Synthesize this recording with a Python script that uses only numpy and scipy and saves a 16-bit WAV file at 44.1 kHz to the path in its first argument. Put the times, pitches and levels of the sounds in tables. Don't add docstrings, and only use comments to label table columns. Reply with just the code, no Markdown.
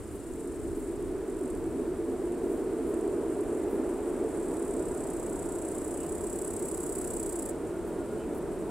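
import sys
import numpy as np
from scipy import signal
from scipy.fft import rfft, irfft
from scipy.io import wavfile
from scipy.ndimage import uniform_filter1d

SR = 44100
rng = np.random.default_rng(int(sys.argv[2]) if len(sys.argv) > 2 else 0)


def generate_wav(signal):
    frames = np.transpose(np.atleast_2d(signal))
    scaled = np.clip(frames, -1, 1) * 32767
    pcm = np.round(scaled).astype(np.int16)
    wavfile.write(sys.argv[1], SR, pcm)


N = 383669
TIME = np.arange(N) / SR
FREQS = np.maximum(np.arange(N // 2 + 1) * SR / N, 1)


# (time [s], boom level before trim, throb and surges [dB])
BOOM_LEVEL = [(0, -40.5), (0.6, -33), (3.0, -30.5), (4.8, -33.5), (4.97, -35.5), (8.7, -36)]
# (frequency [Hz], width [Hz], relative level [dB])
GIRDER_MODES = [(265.4, 42, -7), (288, 37, -8), (341.8, 35.6, 1.5), (389, 36, -2.5), (420.3, 40.5, -5),
                (452.3, 33.5, -7)]
# (centre time [s], extra level [dB])
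BOGIE_SURGES = [(1.8, 1), (2.5, 1.5), (3.07, 1.5), (3.78, 2), (4.23, 1.5), (4.75, 3)]
BOOM_TRIM_DB, THROB_DB, SURGE_S = -0.38, 0.44, 0.073
BOGIES_PER_S, BOGIE_AT_S = 2.92, 2.48
UPPER_MODES_HZ, UPPER_START_DB, UPPER_FULL_DB, UPPER_BUILD_S = 325, -3.5, 0.8, 4.0


def bridge():
    power = 0
    for hz, width, db in GIRDER_MODES:
        power = power + from_db(db) ** 2 / (1 + ((FREQS - hz) / width) ** 2) ** 3
    boom = steadied(coloured(wide_noise(side_db=-20), np.sqrt(power)), seconds=0.184)
    upper = irfft(rfft(boom) / (1 + (UPPER_MODES_HZ / FREQS) ** 16), N)
    lower = boom - upper
    upper_db = np.interp(TIME, [0, UPPER_BUILD_S], [UPPER_START_DB, UPPER_FULL_DB])
    boom = lower + upper * from_db(upper_db)
    throb_db = THROB_DB * np.cos(2 * np.pi * BOGIES_PER_S * (TIME - BOGIE_AT_S))
    level_db = in_time(BOOM_LEVEL)[0] + BOOM_TRIM_DB + throb_db + swells_db(BOGIE_SURGES, SURGE_S)
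    return placed(boom * from_db(level_db), pan_db=-1.0, lag_samples=0.0)


# (time [s], rolling level before trim [dB])
ROLLING_LEVEL = [(0.2, -53), (1.33, -48.5), (3.85, -42.5), (6.44, -45.5), (8.5, -45)]
# (frequency [Hz], relative level per Hz [dB])
ROLLING_COLOUR = [(200, -7), (350, 0.5), (470, -1.5), (525, -0.5), (600, 1.5), (700, -2), (800, -8),
                  (960, -7.5), (1100, -15), (1500, -23.5)]
# (frequency [Hz], relative level per Hz [dB])
WHEEL_HISS_COLOUR = [(600, -12.5), (1100, 0.5), (1400, -1), (2000, -7.5), (2400, -10.5), (3000, -15.5),
                     (4500, -24.5)]
# (frequency [Hz], relative level per Hz [dB])
ENGINE_COLOUR = [(100, -21), (122, -26), (146, 5.5), (156, -2.5), (168, 3), (200, 6), (235, 6.5),
                 (280, -12)]
# (time [s], level [dB])
DRONE_LEVEL = [(0, -55), (0.9, -56), (2.1, -49.5), (3.8, -52.5), (4.5, -48), (7.3, -49), (8.7, -43.5)]
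# (centre time [s], level [dB])
WHINE_SWELLS = [(3.78, -66), (4.92, -63), (5.5, -63), (6.95, -65), (7.67, -61), (8.1, -60)]
WHINE_HZ, WHINE_WIDTH_HZ, WHINE_S = 1422, 7, 0.24
ROLLING_TRIM_DB, WHEEL_HISS_DB, HISS_FOLLOWS = 2.5, -55, 0.47


def train():
    rolling_db, = in_time(ROLLING_LEVEL)
    rolling = coloured(wide_noise(side_db=-14), response(ROLLING_COLOUR))
    rolling = rolling * from_db(rolling_db + ROLLING_TRIM_DB)
    hiss_db = WHEEL_HISS_DB + HISS_FOLLOWS * (rolling_db - rolling_db.mean())
    hiss = coloured(wide_noise(side_db=-22.5), response(WHEEL_HISS_COLOUR)) * from_db(hiss_db)
    engine = steadied(coloured(wide_noise(side_db=-17.5), response(ENGINE_COLOUR)), seconds=0.32)
    engine = engine * from_db(in_time(DRONE_LEVEL)[0])
    resonance = 1 / (1 + ((FREQS - WHINE_HZ) / WHINE_WIDTH_HZ) ** 2)
    whine = steadied(coloured(wide_noise(side_db=-17), resonance), seconds=0.18)
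    whine = whine * sum(from_db(db) * swell(s, WHINE_S) for s, db in WHINE_SWELLS)
    return rolling + hiss + engine + whine


def peg_row(strokes):
    number = np.floor(strokes)
    since_start = np.arange(N) - np.searchsorted(number, number)
    repeated = rng.standard_normal(N)[since_start]
    fresh = rng.standard_normal(N)
    return rms_one(repeated + 1.1 * fresh)


# (time [s], stroke rate [1/s])
LEG_PACE = [(4.65, 35.606), (5.1, 31.056), (5.85, 30.758), (6.1, 34.11), (7.0, 33.233), (7.52, 29.587)]
# (share of the leg cycle [0 to 1], relative level [dB])
LEG_CYCLE = [(0, -11), (.2, -16), (.33, -15), (.38, -1), (.5, 0), (.66, -2), (.72, -14), (.9, -10.5),
             (1, -11)]
# (frequency [Hz], relative level per Hz [dB])
WING_COLOUR = [(3500, -33), (4500, -27), (5800, -26), (6600, -20), (7050, -9), (7300, -7), (7750, 1.5),
               (8350, -1.5), (8650, -12), (9400, -3.5), (10500, -15), (12500, -22), (14100, -21),
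               (15500, -24)]
# (frequency [Hz], relative level per Hz [dB])
HIGH_MODES_COLOUR = [(4000, -21), (6500, -14), (8700, -6), (9400, 8), (10400, -5), (10900, 1), (12200, -8),
                     (13300, -7), (14100, -1), (14600, -6), (15150, -1), (15600, -5)]
VERSE_START_S, DOWNSTROKE_AT_S, VERSE_FULL_S, VERSE_END_S, VERSE_STOP_S = 4.15, 4.4006, 7.05, 7.525, 0.013
VERSE_ATTACK_S, CRESCENDO_DB_PER_S, VERSE_DB = 0.4, 3.2, -41.3
PUSH_AT_S, PUSH_S, PUSH_DB = 6.05, 0.35, 1.8


def grasshopper():
    travelled = np.cumsum(in_time(LEG_PACE)[0]) / SR
    strokes = travelled - np.interp(DOWNSTROKE_AT_S, TIME, travelled) + .5
    shape = rms_one(from_db(np.interp(strokes % 1, *np.transpose(LEG_CYCLE))))
    jerk_depth_db = np.interp(TIME, [5.4, 6.6], [6, 2])
    jerks = pulsing(300 * TIME + .6 * drift(40), depth_db=jerk_depth_db)
    singing = phrase(VERSE_START_S, VERSE_END_S, VERSE_ATTACK_S, VERSE_STOP_S)
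    push_db = np.interp(TIME, [PUSH_AT_S, PUSH_AT_S + PUSH_S], [-PUSH_DB, 0])
    effort_db = VERSE_DB + push_db - CRESCENDO_DB_PER_S * np.maximum(VERSE_FULL_S - TIME, 0)
    force = from_db(effort_db) * singing * shape * jerks
    scrape = placed(peg_row(strokes) * force, pan_db=-.8, lag_samples=-1.25)
    scattered = from_db(-12) * force * wide_noise(side_db=0)
    bite_force = from_db(-8.2 + .45 * (effort_db - VERSE_DB)) * force
    bite = placed(bite_force * peg_row(strokes), pan_db=-2.5, lag_samples=-1.1)
    bite_scattered = from_db(-10) * bite_force * wide_noise(side_db=0)
    wing = coloured(scrape + scattered, response(WING_COLOUR))
    return wing + coloured(bite + bite_scattered, response(HIGH_MODES_COLOUR))


# (time [s], level [dB])
CHORUS_LEVEL = [(0, -63), (4.2, -57.5), (7, -53), (7.6, -61), (8.7, -61)]
# (frequency [Hz], relative level per Hz [dB])
CRICKET_COLOUR = [(4000, -28), (6000, -22), (6600, -13), (7000, -7), (7400, -3), (8500, 0), (9000, -3.5),
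                  (9600, -3.5), (10600, -9), (12000, -15), (13500, -21), (16000, -30)]
# (start time [s], end time [s], level [dB])
NEARER_PHRASES = [(0.22, 0.6, -62), (0.72, 0.96, -60), (1.2, 1.62, -59.5), (2.2, 2.65, -64.5),
                  (2.75, 3.22, -63.5), (3.22, 3.65, -59), (3.75, 4.12, -63.5), (4.15, 4.6, -61),
                  (7.7, 8.0, -66), (8.45, 8.8, -66)]
PHRASE_ATTACK_S, PHRASE_RELEASE_S, NEAR_IDLE_DB = 0.12, 0.07, -67.5
SLOW_START_S, SLOW_END_S, SLOW_DB = -0.098, 1, -59


def crickets():
    far = from_db(in_time(CHORUS_LEVEL)[0]) * wide_noise(side_db=-1) * from_db(1.5 * drift(60))
    cycles = 43.9 * TIME + 0.11 * drift(2)
    triplets = rms_one(pulsing(cycles, depth_db=7.0) * pulsing(cycles / 3, depth_db=3.0))
    phrases = 0
    for start, end, db in NEARER_PHRASES:
        phrases = phrases + from_db(db) * phrase(start, end, PHRASE_ATTACK_S, PHRASE_RELEASE_S)
    near_force = np.maximum(phrases, from_db(NEAR_IDLE_DB)) * from_db(3.44 * drift(200))
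    near = near_force * triplets * rng.standard_normal(N)
    slow_force = from_db(SLOW_DB) * phrase(SLOW_START_S, SLOW_END_S, PHRASE_ATTACK_S, PHRASE_RELEASE_S)
    slow = slow_force * pulsing(25.0 * TIME, depth_db=5.0) * rng.standard_normal(N)
    near = placed(near, pan_db=-6.0, lag_samples=-0.77)
    slow = placed(slow, pan_db=6.0, lag_samples=0.97)
    return coloured(far + near + slow, response(CRICKET_COLOUR))


# (centre time [s], length [s], level [dB])
INSECT_RASPS = [(.15, 0.037, -62), (.79, .06, -62), (1.59, .04, -65), (2.53, 0.13, -65), (2.895, .05, -63),
                (3.73, .06, -62), (7.882, .04, -63), (8.13, .012, -63), (8.35, 0.013, -57),
                (8.38, 0.02, -58)]
# (frequency [Hz], relative level per Hz [dB])
RASP_SPECTRUM = [(5000, -20), (8000, -18), (10500, 3), (13000, -5), (16000, -8)]
# (centre time [s], length [s], start pitch [Hz], end pitch [Hz], peak level [dB])
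BIRD_CHIRPS = [(0.2, 0.25, 2920, 2780, -72), (6.033, 0.074, 2990, 2730, -61),
               (8.215, 0.054, 3100, 2830, -63), (8.237, .05, 2590, 2280, -62)]


def small_voices():
    force = sum(from_db(db) * swell(s, length) for s, length, db in INSECT_RASPS)
    force = force * from_db(1.5 * drift(200))
    out = coloured(force * wide_noise(side_db=0), response(RASP_SPECTRUM))
    for s, length, start_hz, end_hz, db in BIRD_CHIRPS:
        glide = np.interp(TIME, [s - length / 2, s + length / 2], [start_hz, end_hz])
        pitch = glide + 0.5 * (start_hz - end_hz) * drift(240)
        out += from_db(db) * swell(s, length) * np.sin(2 * np.pi * np.cumsum(pitch) / SR)
    return out


# (frequency [Hz], relative level per Hz [dB])
WIND_COLOUR = [(8, -33), (22, -10), (35, 3), (50, -1), (75, 0.5), (97, -1.5), (115, -6), (170, -8.5)]
# (centre time [s], extra level [dB])
GUST_SWELLS = [(0.05, 2.5), (0.7, 5.5), (1.05, 5), (1.62, 5), (1.95, 2), (4.87, 3), (5.35, 2.5), (6.2, 2.5),
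               (7.15, 2.5)]
# (frequency [Hz], relative level per Hz [dB])
AIR_COLOUR = [(200, 0), (6000, 0), (10000, -2), (12000, -3.5), (14000, -5.5), (16000, -9)]
BREEZE_DB, GUST_S, AIR_DB = -48.6, 0.17, -63.5


def breeze():
    wind = coloured(wide_noise(side_db=-10.0), response(WIND_COLOUR))
    eddy_gain = (FREQS / 25) ** 2 / (1 + (FREQS / 38) ** 6)
    eddies = from_db([[-3], [-13]]) * coloured(rng.standard_normal((2, N)), eddy_gain)
    rumble = steadied(wind + eddies, seconds=0.23) * from_db(BREEZE_DB + swells_db(GUST_SWELLS, GUST_S))
    hiss = from_db(AIR_DB) * coloured(wide_noise(side_db=-5.5), response(AIR_COLOUR))
    return rumble + hiss


def from_db(db):
    return 10 ** (np.asarray(db) / 20)


def rms_one(x):
    return x / np.sqrt(np.mean(x ** 2) + 1e-20)


def in_time(rows):
    s, *columns = np.transpose(rows)
    return [np.interp(TIME, s, c) for c in columns]


def response(points):
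    hz, db = np.transpose(points)
    octaves_outside = np.abs(np.log2(FREQS / np.clip(FREQS, hz[0], hz[-1])))
    return from_db(np.interp(np.log(FREQS), np.log(hz), db) - 24 * octaves_outside)


def coloured(x, gain):
    return irfft(rfft(x) * rms_one(gain), N)


def drift(rate):
    return coloured(rng.standard_normal(N), 1 / (1 + (FREQS / rate) ** 2) ** 2)


def wide_noise(side_db):
    mid, side = rng.standard_normal((2, N))
    return mid + from_db(side_db) * side * np.array([[1], [-1]])


def placed(x, pan_db, lag_samples):
    half = np.array([[.5], [-.5]])
    shift = np.exp(2j * np.pi * FREQS / SR * lag_samples * half)
    return from_db(pan_db * half) * irfft(rfft(x) * shift, N)


def steadied(x, seconds):
    power = uniform_filter1d(np.mean(x, axis=0) ** 2, max(int(seconds * SR), 1))
    return x / np.sqrt(power + 1e-12)


def pulsing(cycles, depth_db):
    return rms_one(from_db(depth_db * np.cos(2 * np.pi * cycles)))


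def swell(centre, length):
    return np.exp(-2 * ((TIME - centre) / length) ** 2)


def swells_db(rows, length):
    return sum(db * swell(s, length) for s, db in rows)


def phrase(start, end, attack, release):
    return np.clip(np.minimum((TIME - start) / attack, (end - TIME) / release), 0, 1)


def scene():
    return bridge() + train() + grasshopper() + crickets() + small_voices() + breeze()


def record(dry):
    return signal.sosfilt(signal.ellip(12, .1, 90, 15750, fs=SR, output="sos"), dry)


dry = scene()
out = record(dry)
generate_wav(out)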